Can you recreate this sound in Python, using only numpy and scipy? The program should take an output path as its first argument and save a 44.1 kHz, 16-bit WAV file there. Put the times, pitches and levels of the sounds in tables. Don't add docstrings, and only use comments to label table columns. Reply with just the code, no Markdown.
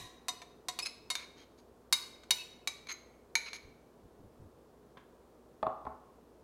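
import sys
import numpy as np
from scipy import signal
from scipy.fft import rfft, irfft, next_fast_len
from scipy.io import wavfile
from scipy.ndimage import uniform_filter1d

SR = 44100
rng = np.random.default_rng(int(sys.argv[2]) if len(sys.argv) > 2 else 0)


def transcribe(u):
    v = np.clip(np.atleast_2d(u).T, -1, 1)
    q = np.round(v * 32767).astype(np.int16)
    wavfile.write(sys.argv[1], SR, q)


N = 283726
LEAD = SR // 10
TIME = np.arange(-LEAD, N) / SR
AGE = np.arange(SR // 2) / SR


def from_db(db):
    return 10 ** (np.asarray(db) / 20)


def rms_one(x):
    return x / np.sqrt(np.mean(x ** 2) + 1e-20)


def at_hz(points, hz):
    known_hz, values = np.transpose(points)
    return np.interp(np.log(hz), np.log(known_hz), values)


def noise(spectrum, size=len(AGE), tilt_db=0):
    hz = np.maximum(np.fft.rfftfreq(size, 1 / SR), 1)
    colour = from_db(at_hz(spectrum, hz) + tilt_db * np.log2(np.maximum(hz, 1000)))
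    return rms_one(irfft(rfft(rng.standard_normal(size)) * colour, size))


def wobble(samples):
    return rms_one(uniform_filter1d(rng.standard_normal(len(AGE)), size=samples))


def decay(t60, hold=0):
    return from_db(-60 * np.maximum(AGE - hold, 0) / t60)


def attack(seconds):
    return 1 - np.exp(-AGE / seconds)


def swell(length, edge):
    return np.clip(np.minimum(AGE, length - AGE) / (edge * length), 0, 1)


def ringing(modes, hold=0, detune=1, tilt_db=0, pivot_hz=1000, scatter_db=0):
    out = 0
    for (hz, db, t60), (luck, turn) in zip(modes, rng.standard_normal((len(modes), 2))):
        gain = from_db(db + tilt_db * np.log2(hz / pivot_hz) + scatter_db * luck)
        out = out + gain * decay(t60, hold) * np.sin(2 * np.pi * (hz * detune * AGE + turn))
    return out


def add(track, start_s, sound):
    start = max(LEAD + round(start_s * SR), 0)
    track[start:start + len(sound)] += sound[:len(track) - start]


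# frequency in Hz, relative noise density in dB.
VENT_COLOUR = [(15, -23), (25, -13.5), (72, -6), (190, -4.5), (242, -3.5), (427, 1), (489, -0.5),
               (560, -5.5), (641, -5.5), (840, -11), (1040, -11.5), (2160, -27.5), (3430, -29),
               (14800, -35.5), (16000, -37.5)]
# frequency in Hz, level in dB.
MAINS_TONES = [(59.7, -72.5), (241.5, -73.5)]


def room_tone(vent_db=-61):
    air = from_db(vent_db) * noise(VENT_COLOUR, next_fast_len(len(TIME)))[:len(TIME)]
    hum = sum(np.sqrt(2) * from_db(db) * np.sin(2 * np.pi * hz * TIME) for hz, db in MAINS_TONES)
    return air + hum


BARE_DB = -32
MUFFLE = 0.52


def cushioned(force_db):
    return max(BARE_DB - force_db, 0)


# frequency in Hz, relative level in dB, 60 dB decay in seconds.
BLADE_BENDING = [(2066, -16.5, 0.043), (2980, -17, .07), (3772, -0.5, 0.096), (3855, -7, 0.045),
                 (4130, -9.5, 0.033), (5024, -13.5, .09), (5100, -11.5, 0.057), (5990, -6.5, 0.046),
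                 (6030, -13, 0.043), (6270, -14.5, 0.035), (7130, -15.5, .07), (7880, -13, 0.04),
                 (8400, -11.5, 0.015), (8600, -17.5, 0.046)]
SPATULA_FLEXING = [(733, -17.5, 0.083), (1007, -17.5, 0.091), (1090, -19, 0.068), (1900, -21, 0.053)]
BLADE_TWISTING = [(2155, -15, 0.12), (2860, -16, 0.078), (4400, -1, 0.055), (5700, -18, .09),
                  (7100, -13.5, 0.052), (10460, -14, 0.021), (11055, -19, .07)]
BOWL_MODES = [(924, -20, 0.12), (2269, 2.5, .06), (2365, -8.5, 0.15), (4180, 0.5, 0.04), (4070, -5.5, 0.12),
              (6455, 1.5, 0.048), (6580, -14, .13), (9200, -24, .15), (10240, -7.5, 0.04),
              (12500, -19.5, .05)]
# frequency in Hz, relative density in dB.
STEEL_CRACK = [(150, -21.5), (550, -8), (800, -9), (1050, 1.5), (1500, -4), (2300, -2.5), (3200, -2),
               (4200, 2.5), (5400, -4.5), (6500, 1), (8000, -5.5), (10500, -6), (13300, -12.5),
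               (16000, -25.5)]
GLASS_GRIT = [(600, -27), (1100, -2), (2200, 2.5), (3200, -3.5), (4000, 6), (5200, -1), (6700, -4),
              (7500, -15), (11000, -14), (16000, -29.5)]
# start in seconds, force in dB, blade pitch in Hz, then flexing,
# twisting and bowl in dB over the bending, and chatter time in seconds.
BLADE_HITS = [(-0.040, -27, 3837, 11.5, -9, -16, 0.0024), (0.2834, -32.5, 3792, 6.5, -14, -28, 0.012),
              (0.418, -49, 3630, 20, -9, 6, .008), (0.685, -34, 3800, 9.5, -4, -34, .009),
              (0.789, -34, 3813, 5.5, 1.5, -32, 0.004), (0.867, -49, 3700, -11, 17, 3, .006),
              (1.102, -34, 3807, 2.5, 4, -6.5, .013), (1.1533, -34.5, 3710, -4, -19, -2, .002),
              (1.9262, -21, 3840, -12, -2, -16.5, .007), (2.235, -53.5, 3800, 0, -9, -0.5, .008),
              (2.3071, -21.5, 3837, -7, 1.5, -9.5, .003), (2.674, -33, 3894, -6.5, -16.5, 0.5, .005),
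              (2.8706, -53.5, 3770, -0.5, -8, 15, .001), (3.3538, -34, 3837, 4, 7.5, 14.5, .0005),
              (3.5315, -46, 3880, 4, -9, 13, 0.0048)]


def clinks(blade_hz=3830, brightening=0.12, dulling=0.29):
    out = np.zeros(len(TIME))
    for start, force_db, pitch_hz, flex_db, twist_db, bowl_db, chatter in BLADE_HITS:
        detune = pitch_hz / blade_hz
        families = (BLADE_BENDING, 0), (SPATULA_FLEXING, flex_db), (BLADE_TWISTING, twist_db)
        blade = sum(from_db(db) * ringing(modes, chatter, detune, scatter_db=2.02)
                    for modes, db in families)
        tilt_db = -0.07 + brightening * max(force_db - BARE_DB, 0) - dulling * cushioned(force_db)
        snap = 0.58 * (decay(0.055, hold=chatter / 2) + from_db(3.5) * decay(0.011))
        crack = from_db(force_db) * snap * noise(STEEL_CRACK, tilt_db=tilt_db)
        clack = from_db(4) * decay(0.014) * noise(GLASS_GRIT, tilt_db=-0.05)
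        glass = clack + ringing(BOWL_MODES, tilt_db=-3.45, pivot_hz=2250)
        ring = blade * attack(0.0012) + from_db(bowl_db) * glass * attack(0.00015)
        ring_db = force_db - 1.7 - MUFFLE * cushioned(force_db)
        add(out, start, crack + from_db(ring_db) * ring)
    return out


# frequency in Hz, relative noise density in dB.
CLOTH_COLOUR = [(20, -5), (50, -4), (115, 1), (200, -9), (350, -11), (900, -33), (3000, -54)]
# start in seconds, length in seconds, level in dB.
SLEEVE_MOVES = [(-0.02, 0.1, -57.5), (3.642, 0.061, -57.5), (4.034, 0.041, -57.5), (4.185, 0.11, -57),
                (4.386, 0.098, -54)]


def rustles():
    out = np.zeros(len(TIME))
    for start, length, db in SLEEVE_MOVES:
        add(out, start, from_db(db) * noise(CLOTH_COLOUR) * swell(length, edge=0.14))
    return out


# harmonic number, relative level in dB.
SLIP_HARMONICS = [(1, -7), (2, 0), (3, -14), (4, -11), (5, -29)]
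# start in seconds, length in seconds, top pitch in Hz, gain in dB,
# overtone trim in dB.
EDGE_SQUEAKS = [(0.794, 0.017, 2470, -33.5, -7), (0.818, 0.033, 2617, -38, -2),
                (0.854, 0.026, 2625, -36, -2.5), (1.36, .115, 3225, -61, -15),
                (2.362, 0.094, 2667, -43, -21), (2.882, .04, 6640, -45.5, -29),
                (2.913, 0.025, 6520, -36.5, -24.5)]


def squeaks(pitch_sag=0.066, jitter=0.01, wander=0.0072, rasp_db=3):
    out = np.zeros(len(TIME))
    for start, length, top_hz, db, overtones_db in EDGE_SQUEAKS:
        pressure = np.sin(np.pi * np.minimum(AGE / length, 1) ** 0.8) ** 2
        hz = top_hz * (1 - pitch_sag * (1 - pressure) + jitter * wobble(50) + wander * wobble(400))
        phase = 2 * np.pi * np.cumsum(hz) / SR
        tone = sum(from_db(level + overtones_db * (harmonic > 1)) * np.sin(harmonic * phase)
                   for harmonic, level in SLIP_HARMONICS)
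        add(out, start, np.sqrt(2) * from_db(db + rasp_db * wobble(70)) * pressure * tone)
    return out


# start in seconds, length in seconds, force in dB, brightness in dB per octave.
SCRAPES_AND_RING = [(0.849, 0.027, -47.5, 0.5), (1.159, 0.094, -55, -3.5), (1.359, 0.092, -63.5, -1.5),
                    (1.574, 0.036, -68.5, 3), (2.884, 0.043, -45.5, -3), (3.455, 0.041, -50.5, -3.5),
                    (3.536, 0.037, -51, 2)]


def scrapes_and_ring(grain_db=2, pressed_t60=0.035, bowl_db=11):
    out = np.zeros(len(TIME))
    glaze = signal.butter(2, 7500, fs=SR, output="sos")
    for start, length, force_db, tilt_db in SCRAPES_AND_RING:
        force = from_db(force_db) * rms_one(from_db(grain_db * wobble(60))) * swell(length, edge=0.2)
        response = signal.sosfilt(glaze, ringing(BOWL_MODES, tilt_db=tilt_db) * decay(pressed_t60))
        drive = force * rng.standard_normal(len(AGE))
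        bowl = signal.fftconvolve(drive, response / np.linalg.norm(response))[:len(AGE)]
        grit = force * noise(GLASS_GRIT, tilt_db=tilt_db)
        add(out, start, from_db(bowl_db - MUFFLE * cushioned(force_db)) * bowl + grit)
    return out


# frequency in Hz, relative noise density in dB.
TAP_COLOUR = [(400, -12), (950, 5), (2000, -5), (3400, -11), (5000, -26), (12000, -42)]


def tap(start=4.9705, db=-45.5):
    out = np.zeros(len(TIME))
    add(out, start, from_db(db) * noise(TAP_COLOUR) * decay(0.062) * attack(0.00076))
    return out


# frequency in Hz, relative level in dB, 60 dB decay in seconds.
BOARD_MODES = [(69.4, -24, 0.17), (268.6, -17.5, 0.1), (417, -15.5, 0.07), (545, -24.5, 0.21),
               (649, -10, 0.14), (729, -8.5, 0.15), (846, -2, 0.042), (1035, 1, 0.014), (1277, -8, 0.019)]
# frequency in Hz, relative noise density in dB.
THUD_COLOUR = [(40, -21), (110, 1), (190, -6), (450, -3), (750, -0.5), (1150, -0.5), (1450, -30),
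               (1800, -19.5), (3000, -36), (8000, -77)]
# start in seconds, level in dB, hardness in dB per octave.
LANDINGS = [(5.6287, -25.5, 2), (5.6666, -27, 0.8), (5.852, -41.5, 3), (5.8669, -32.5, -2.5),
            (5.875, -44.5, 0)]


def knocks(contact_s=0.0007, thud_db=-4):
    out = np.zeros(len(TIME))
    onset = 1 - np.exp(-(AGE / contact_s) ** 2)
    for start, db, hardness in LANDINGS:
        wood = ringing(BOARD_MODES, hold=0.0017, tilt_db=hardness / 2, pivot_hz=694, scatter_db=2.7)
        thud = from_db(thud_db) * noise(THUD_COLOUR, tilt_db=hardness) * decay(0.04, hold=0.0022)
        add(out, start, from_db(db) * (wood + thud) * onset)
    return out


# frequency in Hz, relative noise density in dB.
TICK_COLOUR = [(800, -11), (1700, 2), (2700, 3), (3000, -9), (3400, 8.5), (4500, -3), (5500, -39),
               (8500, -13), (14000, -42)]


def ticks(below_knock_db=26.5):
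    out = np.zeros(len(TIME))
    for start, db, hardness in LANDINGS:
        add(out, start, from_db(db - below_knock_db + 3 * hardness) * noise(TICK_COLOUR) * decay(0.021))
    return out


# frequency in Hz, 60 dB decay in seconds.
KITCHEN_DECAY = [(125, .45), (500, 0.68), (1200, 0.84), (3500, 0.68), (7000, 0.54), (10000, 0.37),
                 (16000, 0.46)]


def kitchen(x, first_echo_s, early_db, early_s=0.08):
    t = np.arange(SR) / SR
    white = rfft(rng.standard_normal(SR))
    hz = np.maximum(np.fft.rfftfreq(SR, 1 / SR), 1)
    tail = 0
    for centre in 62.5 * 2 ** np.arange(9):
        band = irfft(white * np.maximum(1 - np.abs(np.log2(hz / centre)), 0), SR)
        tail = tail + band * from_db(-60 * t / at_hz(KITCHEN_DECAY, centre))
    tail *= 1 - np.exp(-(t / first_echo_s) ** 2)
    tail *= from_db(early_db * np.exp(-(t / early_s) ** 2))
    return signal.fftconvolve(x, tail / np.linalg.norm(tail))[:len(x)]


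def scene(glass_wet_db=-11, board_wet_db=-6.5):
    glass = clinks() + squeaks() + scrapes_and_ring() + ticks()
    board = knocks() + tap()
    room = from_db(glass_wet_db) * kitchen(glass, first_echo_s=0.004, early_db=3)
    room += from_db(board_wet_db) * kitchen(board, first_echo_s=0.013, early_db=5.5)
    return (glass + board + room + rustles() + room_tone())[None, LEAD:]


def record(dry, cutoff_hz=15900):
    return signal.sosfilt(signal.ellip(10, 0.1, 80, cutoff_hz, fs=SR, output="sos"), dry)


dry = scene()
out = record(dry)
transcribe(out)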